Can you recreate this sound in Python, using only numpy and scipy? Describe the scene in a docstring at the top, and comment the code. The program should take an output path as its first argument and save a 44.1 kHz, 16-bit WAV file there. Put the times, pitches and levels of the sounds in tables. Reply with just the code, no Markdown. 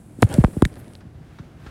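"""Toy vehicle on a plastic track

A small toy is set on a plastic track beside a pool, very close. Each knock spreads as it travels through
the plastic, treble first and bass last, and lands as a short hollow thump. Hard edges click, the shell
clacks, the toy scrapes and rolls with faint ticks, then a few soft bumps sink into a low outdoor bed."""
import sys
import numpy as np
from scipy.fft import rfft, irfft, next_fast_len
from scipy.io import wavfile
from scipy.ndimage import map_coordinates

SR = 44100
rng = np.random.default_rng(int(sys.argv[2]) if len(sys.argv) > 2 else 0)


def output_pcm(signal):
    """Save a mono or channel-first signal as 16-bit PCM at the path in sys.argv[1].

    Samples are clipped to [-1, 1] before scaling.
    """
    pcm = np.clip(np.atleast_2d(signal).T, -1, 1) * 32767
    wavfile.write(sys.argv[1], SR, np.round(pcm).astype(np.int16))


N = 74970

# outdoor bed, EQ of the rumble and of the air above it: f/Hz, level/dB
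RUMBLE_EQ = [(55, -3.5), (120, -1), (190, -7), (320, -8.5), (420, -20), (750, -22.5), (1200, -38.5)]
AIR_EQ = [(410, -14), (700, -5.5), (1450, -5.5), (6000, -21.5), (16000, -33.5)]
# fader ride of the air: t/s, level/dB
AIR_RIDE = [(0, -65), (.9, -61.5), (1.12, -63.5), (1.36, -57), (1.56, -60.5), (1.66, -52.5)]
# fader rides of the sliding toy's scrape, hiss and swish: t/s, level/dB
SCRAPE_RIDE = [(.17, -56), (.21, -37), (.28, -36), (.297, -30.5), (.34, -27), (.43, -33), (.52, -40.5),
               (.61, -34), (.70, -43.5), (.80, -40.5), (1.0, -51.5)]
HISS_RIDE = [(.17, -65), (.235, -49), (.275, -59.5), (.305, -48.5), (.37, -48.5), (.47, -55), (.605, -54),
             (.635, -61.5), (.655, -54.5), (.72, -64), (.97, -64.5), (1.03, -78)]
SWISH_RIDE = [(.74, -86), (.795, -54), (.85, -92)]
# EQ of the same three layers: f/Hz, level/dB
SCRAPE_EQ = [(30, -11.5), (90, 4), (330, -8), (600, -14), (1150, -26), (1600, -23.5), (3000, -33.5),
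             (6000, -42)]
HISS_EQ = [(2500, -14), (6000, -11.5), (7600, -1.5), (9600, 0), (11000, -7.5), (15500, -15)]
SWISH_EQ = [(10500, -5), (13200, -4), (14500, -16)]
# blows on the track: t/s, level/dB, bass edge/Hz, treble edge/Hz, roll-off/(dB/octave), lag at 100 Hz/ms
KNOCK_CUES = [ (0.1849, -25.5, 170, 330, 22, 7), (0.2245, -4.5, 69, 760, 14.5, 3.25),
              (0.2275, -2, 103, 2270, 18.5, 8.54), (0.2361, -5.5, 121, 120, 29, 6.42),
              (0.3805, -1.5, 170, 171, 16, 9.5), (0.3944, -9.5, 69.4, 131, 26, 4.9),
              (0.4389, -7, 53.7, 1280, 28, 7.3), (0.4418, -3.5, 48.2, 216, 20.5, 4.59),
              (0.4458, -10, 480, 1410, 12, 7.09), (0.4783, -25.5, 149, 500, 20, 11),
              (0.5656, -14.5, 85, 345, 17.5, 9.5), (0.6214, -5.5, 51, 1100, 14.5, 10.84),
              (0.6221, -0.5, 274, 273, 14, 4.1), (0.6535, -14.5, 120, 170, 14, 6.36),
              (1.050, -35.5, 139, 257, 19, 7.89), (1.145, -31.5, 74.5, 128, 14, 7.83),
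              (1.206, -34, 99, 219, 17, 7.8), (1.392, -29.5, 109, 170, 15, 12.2),
              (1.663, -30.5, 57.7, 200, 7, 8), ]
# clicks of hard edges and light scuffs: t/s, level/dB, t60/s
CLICK_CUES = [(.2221, -15, 0.0093), (.2231, -14, 0.017), (.2325, -28, 0.052), (.2905, -29, 0.0074),
              (.3275, -22, .005), (.3400, -13.5, 0.0041), (.3417, -13.5, .005), (.4392, -28, 0.022),
              (.6222, -16.5, 0.0098), (.6516, -24.5, 0.024)]
SCUFF_CUES = [(1.006, -41.5, 0.077), (1.387, -34.5, 0.062), (1.664, -34.5, 0.088)]
# short taps on the track, bright wheel ticks and a few dull little knocks, all given one colour: t/s, level/dB
TICK_CUES = [(.73, -36), (.741, -34), (0.7566, -34.5), (.7996, -31.5), (.8445, -38), (0.8618, -37.5),
             (.881, -37), (.9356, -32), (.9530, -26.5)]
# EQ of the clicks, ticks and scuffs: f/Hz, level/dB
CLICK_EQ = [(1500, -10), (4000, -4.5), (6000, -9), (8000, -2.5), (9500, -2.5), (12000, -9.5), (15500, -27)]
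TICK_EQ = [(300, -1), (3600, 0), (6000, -7), (9500, -2), (13000, -26)]
SCUFF_EQ = [(750, 1), (1500, 5.5), (2500, -9.5), (5000, -11.5), (8000, -25)]
# resonances of the dragged wheels, each at its loudest: f/Hz, level/dB, t/s
WHEEL_RESONANCES = [(564.6, -31.5, .353), (860, -39, .322), (1577, -42, 0.328), (2970, -49, .317)]
# hits on the toy's shell: t/s, level/dB
CLACK_CUES = [(0.6214, -23), (.6518, -10.5)]
# modes of the shell: f/Hz, level/dB, t60/s
SHELL_MODES = [(1780, -2, 0.0086), (2195, -4.5, 0.0088), (3750, -5, 0.0053), (6760, -17, 0.0053)]


def amp(db):
    """Decibels to gain."""
    return 10 ** (np.asarray(db) / 20)


def unit(x):
    """Scale to rms 1."""
    return x / np.sqrt(np.mean(x ** 2) + 1e-20)


def noise(eq, length=N):
    """Noise of rms 1 through an EQ of (f/Hz, level/dB) points, rolling off steeply outside them."""
    size = next_fast_len(length + 8192)
    octave = np.log2(np.fft.rfftfreq(size, 1 / SR) + 1)
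    hz, db = np.transpose(eq)
    knots = np.log2(hz + 1)
    outside = np.abs(octave - np.clip(octave, knots[0], knots[-1]))
    gain = amp(np.interp(octave, knots, db) - 20 * outside)
    return unit(irfft(rfft(rng.standard_normal(length), size) * gain, size)[:length])


def fluttering_noise(eq, depth_db, rate_hz):
    """Coloured noise of rms 1 whose level flutters at random."""
    flutter = map_coordinates(rng.standard_normal(1024), [np.arange(N) * rate_hz / SR], mode="mirror")
    return unit(noise(eq) * amp(depth_db * flutter))


def fader(ride):
    """Gain per sample from (t/s, level/dB) points."""
    return amp(np.interp(np.arange(N) / SR, *np.transpose(ride)))


def minimum_phase(db):
    """Spectrum of the tightest causal pulse with the shape db."""
    cepstrum = irfft(np.log(np.maximum(amp(db - db.max()), 1e-6)))
    half = len(cepstrum) // 2
    return np.exp(rfft(np.r_[cepstrum[0], 2 * cepstrum[1:half], np.zeros(half)]))


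def add(track, s, sound):
    """Mix a sound into the track at time s."""
    start = round(s * SR)
    track[start:start + len(sound)] += sound[:max(N - start, 0)]


def bursts(cues, eq, attack_s=.0001):
    """Short dying bursts of noise through one EQ, from cues of t/s, level/dB, t60/s."""
    out, t = np.zeros(N), np.arange(SR // 10) / SR
    for s, db, t60 in cues:
        envelope = amp(db - 60 * t / t60) * (1 - np.exp(-t / attack_s))
        add(out, s, noise(eq, len(t)) * envelope / 2)
    return out


def outdoor_bed(rumble_db=-45.5):
    """A low outdoor rumble with faint air above it."""
    rumble = amp(rumble_db) * fluttering_noise(RUMBLE_EQ, depth_db=1, rate_hz=20)
    return rumble + fader(AIR_RIDE) * noise(AIR_EQ)


def whine(hz=10040, db=-73.5, end_s=.96, fade_s=.05):
    """A thin, nearly steady whine that stops as the toy comes to rest."""
    t = np.arange(N) / SR
    phase_drift = np.cumsum(rng.standard_normal(N)) * 12 / np.sqrt(SR)
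    fade = np.clip((end_s - t) / fade_s, 0, 1)
    return amp(db) * unit(np.sin(2 * np.pi * hz * t + phase_drift)) * fade


def sliding(hiss_rise=1.07, rise_span_s=(.37, .62)):
    """Plastic rubs on plastic: a gritty low scrape, a fine hiss that climbs a little, one last swish."""
    scrape = fader(SCRAPE_RIDE) * fluttering_noise(SCRAPE_EQ, depth_db=3, rate_hz=110)
    raised_eq = [(hz * hiss_rise, db) for hz, db in HISS_EQ]
    crossfade = np.interp(np.arange(N) / SR, rise_span_s, [0, np.pi / 2])
    hiss = np.cos(crossfade) * noise(HISS_EQ) + np.sin(crossfade) * noise(raised_eq)
    return scrape + fader(HISS_RIDE) * hiss + fader(SWISH_RIDE) * noise(SWISH_EQ)


def knocks(lag_power=.91, lag_knee_hz=20.36, tilt_db_per_oct=-4.5, low_cut_db_per_oct=21):
    """Each blow is one pulse; bending waves carry its bass more slowly, making a falling thump."""
    out, size = np.zeros(N), 8192
    f = np.fft.rfftfreq(size, 1 / SR) + 1
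    lag_shape = ((100 + lag_knee_hz) / (f + lag_knee_hz)) ** lag_power
    tilt = tilt_db_per_oct * np.log2(f)
    for s, db, low_hz, high_hz, roll_off, lag_ms in KNOCK_CUES:
        octaves_below = np.log2(1 + (low_hz / f) ** 6) / 6
        octaves_above = np.log2(1 + (f / high_hz) ** 6) / 6
        blow = minimum_phase(tilt - low_cut_db_per_oct * octaves_below - roll_off * octaves_above)
        lag_s = lag_ms / 1000 * lag_shape
        turns = np.cumsum(lag_s[::-1])[::-1] * SR / size  # phase is lag summed over frequency
        thump = irfft(blow * np.exp(2j * np.pi * turns))[:size // 2]
        add(out, s, amp(db) * thump / np.abs(thump).max())
    return out


def contacts(tick_t60=.004):
    """Hard edges click, wheels tick, small dull knocks tap the track and the toy lightly scuffs it."""
    ticks = [(s, db, tick_t60) for s, db in TICK_CUES]
    return bursts(CLICK_CUES, CLICK_EQ) + bursts(ticks, TICK_EQ) + bursts(SCUFF_CUES, SCUFF_EQ)


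def wheels(rise_oct_per_s=3, swell_s=.022, relative_width=.09, rough_hz=600):
    """The dragged wheels sing roughly in a few resonances, each swelling and fading as it climbs."""
    out, t = np.zeros(N), np.arange(N) / SR
    for hz, db, s in WHEEL_RESONANCES:
        pitch = hz * 2 ** (rise_oct_per_s * np.minimum(t - s, 2 * swell_s))
        grit_eq = [(10, 0), (hz * relative_width, 0)]
        grit = hz / rough_hz * (noise(grit_eq) + 1j * noise(grit_eq))  # higher modes are noisier
        ring = (1 + grit) * np.exp(2j * np.pi * np.cumsum(pitch) / SR)
        swell = np.exp(-((t - s) / swell_s) ** 2)
        out += amp(db) * unit(ring.real) * swell
    return out


def clacks():
    """The toy's hollow plastic shell rings for a few milliseconds."""
    out, t = np.zeros(N), np.arange(SR // 20) / SR
    for s, db in CLACK_CUES:
        ring = np.zeros(len(t))
        for k, (hz, mode_db, t60) in enumerate(SHELL_MODES):
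            decay = amp(mode_db + rng.normal(0, 1) - 60 * t / t60)
            ring += (-1) ** k * decay * np.sin(2 * np.pi * hz * t)
        add(out, s, amp(db) * ring / np.abs(ring).max())
    return out


def scene():
    """A mono mix, close and dry in the open air."""
    return (outdoor_bed() + whine() + sliding() + knocks() + contacts() + wheels() + clacks())[None]


def record(dry, high_cut_hz=15900):
    """A soft clip rounds the tallest peaks, then a brick-wall filter trims the top."""
    clipped = dry / (1 + np.abs(dry) ** 8) ** (1 / 8)
    size = next_fast_len(N + SR // 2)
    passband = np.fft.rfftfreq(size, 1 / SR) < high_cut_hz
    return irfft(rfft(clipped, size) * passband, size)[:, :N]


dry = scene()
out = record(dry)
output_pcm(out)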